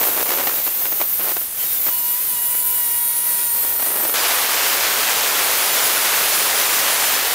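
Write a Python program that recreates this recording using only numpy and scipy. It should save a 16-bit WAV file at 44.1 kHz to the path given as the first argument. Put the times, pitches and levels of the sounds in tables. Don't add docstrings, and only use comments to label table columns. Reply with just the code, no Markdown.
import sys
import numpy as np
from scipy import signal
from scipy.fft import rfft, irfft, next_fast_len
from scipy.io import wavfile
from scipy.ndimage import uniform_filter1d

SR = 44100
rng = np.random.default_rng(int(sys.argv[2]) if len(sys.argv) > 2 else 0)


def nominal_scale(level):
    x = np.asarray(level, float) / 20
    return 10 ** x


def file_out(sig):
    cols = np.atleast_2d(sig).T
    lim = np.clip(cols, -1, 1)
    pcm = np.round(lim * 32767).astype(np.int16)
    wavfile.write(sys.argv[1], SR, pcm)


N = 323694

# time_s, strike_rate_hz
STRIKE_RATE = [
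    [(0, 535), (.15, 529), (.3, 550), (.42, 581), (.6, 655), (.78, 702), (.9, 724), (.97, 729), (1.02, 745)],
    [(1.03, 708), (1.2, 732), (1.3, 723), (1.43, 720), (1.55, 722)],
    [(1.56, 788), (1.65, 760), (1.78, 716), (1.895, 630)],
    [(1.9, 483), (2.43, 482.5), (2.55, 490.5), (2.76, 488), (2.87, 477.5), (3.41, 481), (3.55, 471),
     (3.99, 472), (4.13, 461)],
    [(4.15, 488.5), (4.3, 492.3), (5.4, 492), (5.7, 484), (6.35, 484.5), (6.52, 487), (6.78, 479),
     (6.98, 466.5), (7.34, 478)],
]
# peak_s, rise_hz, fall_s
EASES = [
    (1.9, 7, .14),
    (2.24, 39, .125),
    (3.91, 10, .12),
    (6.17, 17, .15),
]
RISE_TO_FALL = .8
# time_s, clarity_db
CLARITY = [(0, -2), (.5, -6), (.8, -2), (1.5, -7), (1.89, -4), (1.9, 0), (2.15, 0), (2.26, -4), (2.5, -1),
           (4.13, -2), (4.15, -6), (4.6, -9), (5.3, -10), (5.5, -5), (7.05, -4), (7.34, -7)]
# start_s, screech_db, ring_db, housing_db, housing_drift_db_per_s
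SHOTS = [
    (0, -20.5, -29.5, -30.5, -5),
    (1.025, -20, -30, -36, 2),
    (1.575, -18.5, -25, -32, -5),
    (1.9, -22.5, -25, -35, -0.4),
    (4.14, -29, -25.5, -28.5, 1.4),
]
# time_s, pressure_db, blade_depth_db
HAND = [(0, .5, 2), (.5, 0, -1.5), (.78, 1, 0), (1.0, -0.5, -1.5), (1.3, 0.5, 3.5), (1.43, -1, -1),
        (1.5, -14, 2), (1.56, -7, 0.1), (1.59, -2, -1.5), (1.92, 2, -4), (2.22, 1.5, 0.8), (3.12, 1, 1.5),
        (4.1, 2.5, 0), (4.55, 3.5, -1), (5.0, 2, -3), (6.3, 2.2, 0.5), (7.0, -0.5, -1.5), (7.33, 4, -1)]
RING_SHARE, HOUSING_SHARE = 0.12, 0.2
# peak_s, change_db, half_length_s
BITES = [
    (3.0, -2, 0.11),
    (3.4, 3, 0.24),
    (4.4, -4, .15),
    (5.08, 1.5, .08),
    (5.87, 3, 0.073),
    (7.24, -9, 0.15),
]
# start_s, end_s, change_db
LIFT = [
    2.17,
    2.31,
    -3.5,
]
# start_s, end_s, multiple, level_db
HUM = [(.67, .98, 5, -47), (.77, .98, 9, -43), (1.57, 1.66, 4, -41), (1.64, 1.82, 5, -41.5),
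       (1.88, 2.22, 2, -40), (2.17, 2.32, 2, -47.5), (2.28, 3.75, 2, -40.5), (3.72, 4.15, 2, -44),
       (1.9, 2.0, 9, -47), (1.88, 3.0, 6, -45.5), (2.07, 2.58, 4, -48.5), (1.95, 2.2, 15, -45),
       (2.3, 2.83, 15, -43), (2.48, 3.35, 4.62, -50), (2.75, 3.5, 8, -53), (2.95, 3.9, 9, -51),
       (2.77, 4.15, 4, -47.5)]
# start_s, end_s, multiple, level_db
SING = [(0, .2, 20, -35), (.07, .38, 19, -37), (0, .38, 25, -33), (.1, .45, 18, -39), (.82, 1.13, 20, -30),
        (.87, 1.03, 21, -32), (.87, 1.18, 18, -33), (1.9, 2.13, 28, -31), (1.9, 2.18, 27, -32),
        (2.27, 2.85, 20, -38), (3.05, 3.48, 20, -39), (2.32, 3.43, 21, -33), (2.37, 2.83, 26, -36),
        (2.47, 3.13, 29, -33), (2.47, 4.13, 18, -37), (2.57, 3.58, 19, -36), (2.62, 3.33, 31, -36),
        (2.67, 3.13, 27, -35), (2.87, 3.28, 25, -36), (3.57, 4.08, 27, -34), (4.15, 4.42, 21, -34.5),
        (5.42, 5.68, 19, -35), (5.25, 6.3, 21, -33), (6.3, 6.7, 21, -36), (4.15, 6.8, 28, -36),
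        (6.85, 7.33, 29, -35), (6.3, 6.85, 31, -36), (6.85, 7.1, 23, -36), (6.45, 7.0, 22, -36),
        (6.8, 7.08, 24, -35)]
# pitch_hz, level_db (per Hz)
SCREECH_COLOUR = [(10500, -30), (11700, -15), (12400, -9), (13100, -3), (13400, -5), (14150, 0),
                  (14600, -2.5), (14850, -6), (15100, -4.5), (15600, -8), (16000, -9)]
# pitch_hz, level_db (per Hz)
RING_COLOUR = [(7000, -28), (8200, -9), (8900, -2), (10000, 0), (11100, -1), (12300, -2), (13500, -20)]
# pitch_hz, level_db (per Hz)
HOUSING_COLOUR = [(20, -29), (100, -23), (200, -16.5), (500, -11), (1000, -10.5), (2200, -11),
                  (5400, -10.5), (7300, -7.5), (8600, -13.5), (10500, -12)]
# pitch_hz, level_db (per Hz)
SITE_COLOUR = [(15, -5), (30, -2), (100, -4.5), (200, -12.5), (400, -29)]
# start_s, end_s, level_db
SPELLS = [(-.02, 0.236, -27.5), (.25, 0.274, -29), (0.28, 0.36, -26), (0.358, 0.53, -30),
          (0.55, 0.574, -35.5), (.58, 1.057, -42.5), (1.19, 1.322, -31), (3.546, 3.8, -40.5),
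          (3.793, 3.817, -28.5), (3.84, 4.145, -32.5), (3.888, 3.898, -31), (3.942, 3.967, -30)]
# peak_s, level_db, length_ms
BURSTS = [(0.014, -33, 12), (0.036, -28, 9.9), (0.198, -31, 17), (0.306, -37, 7), (0.389, -25, 27),
          (0.414, -29, 7.5), (0.474, -22.5, 12), (0.496, -26.5, 17), (0.542, -27, 10.4), (0.594, -32.5, 19),
          (0.676, -28.5, 11), (0.822, -36, 8), (0.858, -30.5, 15), (0.926, -31, 10), (1.015, -24, 16.5),
          (1.21, -38, 5.8), (1.28, -28, 7), (1.318, -28.5, 11), (1.37, -26.5, 9.7), (1.417, -35.5, 9),
          (1.868, -29, 8.4), (1.885, -30, 15), (2.552, -28.5, 6.5), (3.65, -33.5, 17), (3.717, -37, 8),
          (3.764, -33.5, 13), (3.828, -27.5, 9.1), (4.008, -28, 10), (4.052, -29, 16), (4.096, -27.5, 6)]
# pitch_hz, level_db (per Hz)
STONE_COLOUR = [(60, -55), (120, -20), (220, -11.5), (350, -3.5), (580, -1), (1100, -4), (2200, -8),
                (4400, -13), (9000, -15), (12000, -50)]
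# centre_s, centre_hz
SPLITS = [(0.629, 8960), (0.655, 13820), (1.814, 12600), (1.931, 7570), (2.0, 6330), (2.072, 15040),
          (2.162, 5160), (2.303, 4900), (2.837, 12440), (2.906, 11710), (2.908, 6930), (3.253, 13000),
          (3.418, 10330), (3.488, 6070), (3.511, 11710), (3.626, 4700), (3.629, 10330), (3.67, 14470),
          (3.741, 7620), (4.205, 4750), (4.207, 6930), (5.531, 8300), (5.739, 6290), (6.178, 8220),
          (6.341, 4750), (6.341, 6500), (6.341, 8250), (7.061, 5800), (7.156, 5800), (7.156, 11020)]
# time_s, level_db
POUR = [(4.14, -21), (4.16, -20), (4.5, -20), (5.0, -20), (7.34, -20.5)]
# pitch_hz, level_db (per Hz)
GRIT_COLOUR = [(60, -60), (120, -42), (250, -16), (420, -4.5), (980, -1), (2000, -1.5), (3600, -4),
               (6000, -6.5), (9000, -11), (13000, -21)]


def colour(x, table):
    size = next_fast_len(N)
    hz, db = np.transpose(table)
    bin_hz = np.arange(size // 2 + 1) * SR / size
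    gain = nominal_scale(np.interp(np.log(bin_hz + 1), np.log(hz), db))
    y = irfft(rfft(x, size) * gain, size)[:N]
    return y / np.sqrt(np.mean(y ** 2))


def curves(tables):
    s, *columns = np.transpose(np.vstack(tables))
    return [np.interp(np.arange(N) / SR, s, column) for column in columns]


def walk(rate):
    hold = int(SR / rate)
    levels = np.repeat(rng.standard_normal(N // hold + 1), hold)
    return 1.4 * uniform_filter1d(levels, hold)[:N]


def bumps(events, quicker=1):
    t = np.arange(N) / SR
    total = np.zeros(N)
    for s, size, fall_s in events:
        away_s = np.maximum(t - s, (s - t) / quicker)
        total += size * np.clip(1 - away_s / fall_s, 0, 1)
    return total


def strike_rate():
    return curves(STRIKE_RATE)[0] + bumps(EASES, RISE_TO_FALL)


def strikes(hz, turn, patchy_db, count=32):
    comb = np.zeros(N)
    for k in range(3, count + 1):
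        wobble = .04 * k * walk(60)
        in_range = k * hz < .36 * SR
        swell = nominal_scale(patchy_db * walk(16))
        comb += in_range * swell * np.sin(k * turn + wobble + 7 * rng.random())
    return comb / np.sqrt(count / 2)


def blend(hiss, comb, clear_db):
    return (hiss + nominal_scale(clear_db) * comb) / np.sqrt(1 + nominal_scale(2 * clear_db))


def blade_levels():
    t = np.arange(N) / SR
    shots = np.transpose(SHOTS)
    current = np.maximum(np.searchsorted(shots[0], t, "right") - 1, 0)
    start, screech_db, ring_db, housing_db, drift = shots[:, current]
    pressure_db, depth_db = curves([HAND])
    screech_db = screech_db + pressure_db
    ring_db = ring_db + RING_SHARE * pressure_db + depth_db
    housing_db = housing_db + HOUSING_SHARE * pressure_db + drift * (t - start) + bumps(BITES)
    return screech_db, ring_db, housing_db


def singing(turn):
    t, out = np.arange(N) / SR, np.zeros(N)
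    for start, end, multiple, db in [*HUM, *SING]:
        a, b = int(start * SR), int(end * SR)
        fade = np.clip(np.minimum(t[a:b] - start, end - t[a:b]) / .03, 0, 1)
        tremble = nominal_scale(db + 3 + (1.5 + .05 * multiple) * walk(22)[a:b])
        wobble = .04 * multiple * walk(60)[a:b]
        out[a:b] += fade * tremble * np.sin(multiple * turn[a:b] + wobble)
    return out


def blade():
    hz = strike_rate()
    turn = 2 * np.pi * np.cumsum(hz) / SR
    screech_db, ring_db, housing_db = blade_levels()
    clear_db, = curves([CLARITY])
    hiss = rng.standard_normal(N)
    comb = strikes(hz, turn, patchy_db=2.2)
    high = blend(hiss, comb, clear_db - 2.5)
    low = blend(hiss, comb, clear_db - 7)
    judder = 0.27 * walk(32)
    screech = nominal_scale(screech_db + judder + 1.0 * walk(45)) * colour(high, SCREECH_COLOUR)
    ring = nominal_scale(ring_db - 4.0 + judder + 1.3 * walk(40)) * colour(high, RING_COLOUR)
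    housing = nominal_scale(housing_db + 1.5 + judder + 0.62 * walk(18)) * colour(low, HOUSING_COLOUR)
    start, end, db = LIFT
    lift_db = np.interp(np.arange(N) / SR, [start - .02, start, end, end + .02], [0, db, db, 0])
    return screech + ring + housing + nominal_scale(lift_db) * singing(turn)


def site_rumble():
    return nominal_scale(-54.5) * colour(rng.standard_normal(N), SITE_COLOUR)


def crackle_db():
    t = np.arange(N) / SR
    edge_s, trickle_db = .014, -58
    power = np.full(N, nominal_scale(2 * trickle_db))
    for start, end, db in SPELLS:
        gate = np.clip(np.minimum(t - start, end - t) / edge_s + .5, 0, 1)
        power += nominal_scale(2 * db) * gate ** 2
    return 10 * np.log10(power)


def clicks(rate_hz, spread_db):
    size = nominal_scale(np.clip(spread_db, 0, 6) * np.minimum(rng.exponential(size=N), 3))
    return (rng.random(N) < rate_hz / SR) * size * rng.uniform(-0.95, 1, N)


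def chips():
    t = np.arange(N) / SR
    crack_db = 20.5
    power = nominal_scale(2 * (crackle_db() + 0.56 * walk(90)))
    breaks = clicks(rate_hz=1000, spread_db=2.9)
    breaks /= np.std(breaks)
    for s, db, ms in BURSTS:
        power += nominal_scale(2 * db) * np.exp(-.5 * ((t - s) / (ms / 2400)) ** 2)
        breaks[int(s * SR)] = nominal_scale(crack_db) * rng.choice([-1, 1])
    return nominal_scale(2.0) * np.sqrt(power) * colour(breaks, STONE_COLOUR)


def splits(sound):
    length_s, width_hz, level_db = 0.038, 1260, -3.5
    out, size = np.zeros(N), int(length_s * SR)
    hz = np.arange(size // 2 + 1) * SR / size
    fade = signal.windows.tukey(size, .6)
    for s, centre_hz in SPLITS:
        a = int(s * SR) - size // 2
        band = abs(hz - centre_hz) < width_hz / 2
        own = irfft(rfft(sound[a:a + size]) * band, size)
        hiss = irfft(rfft(rng.standard_normal(size)) * band, size)
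        out[a:a + size] += nominal_scale(level_db) * np.std(own) * hiss / np.std(hiss) * fade
    return out * np.array([[1], [-1]])


def grit():
    on = np.arange(N) / SR > POUR[0][0]
    level_db = curves([POUR])[0] + .45 * walk(40)
    return on * nominal_scale(level_db) * colour(clicks(rate_hz=9000, spread_db=1.9), GRIT_COLOUR)


def scene():
    return np.tile(blade() + site_rumble() + chips() + grit(), (2, 1))


def band_limit(x):
    return signal.sosfilt(signal.butter(12, 16990, fs=SR, output="sos"), x)


def record(dry):
    size = next_fast_len(N)
    passes = np.arange(size // 2 + 1) * SR / size < 15670
    rounded = .8 * np.tanh(dry / .8) + splits(dry[0])
    mix = irfft(rfft(rounded, size) * passes, size)[:, :N]
    return band_limit(mix)


dry = scene()
out = record(dry)
file_out(out)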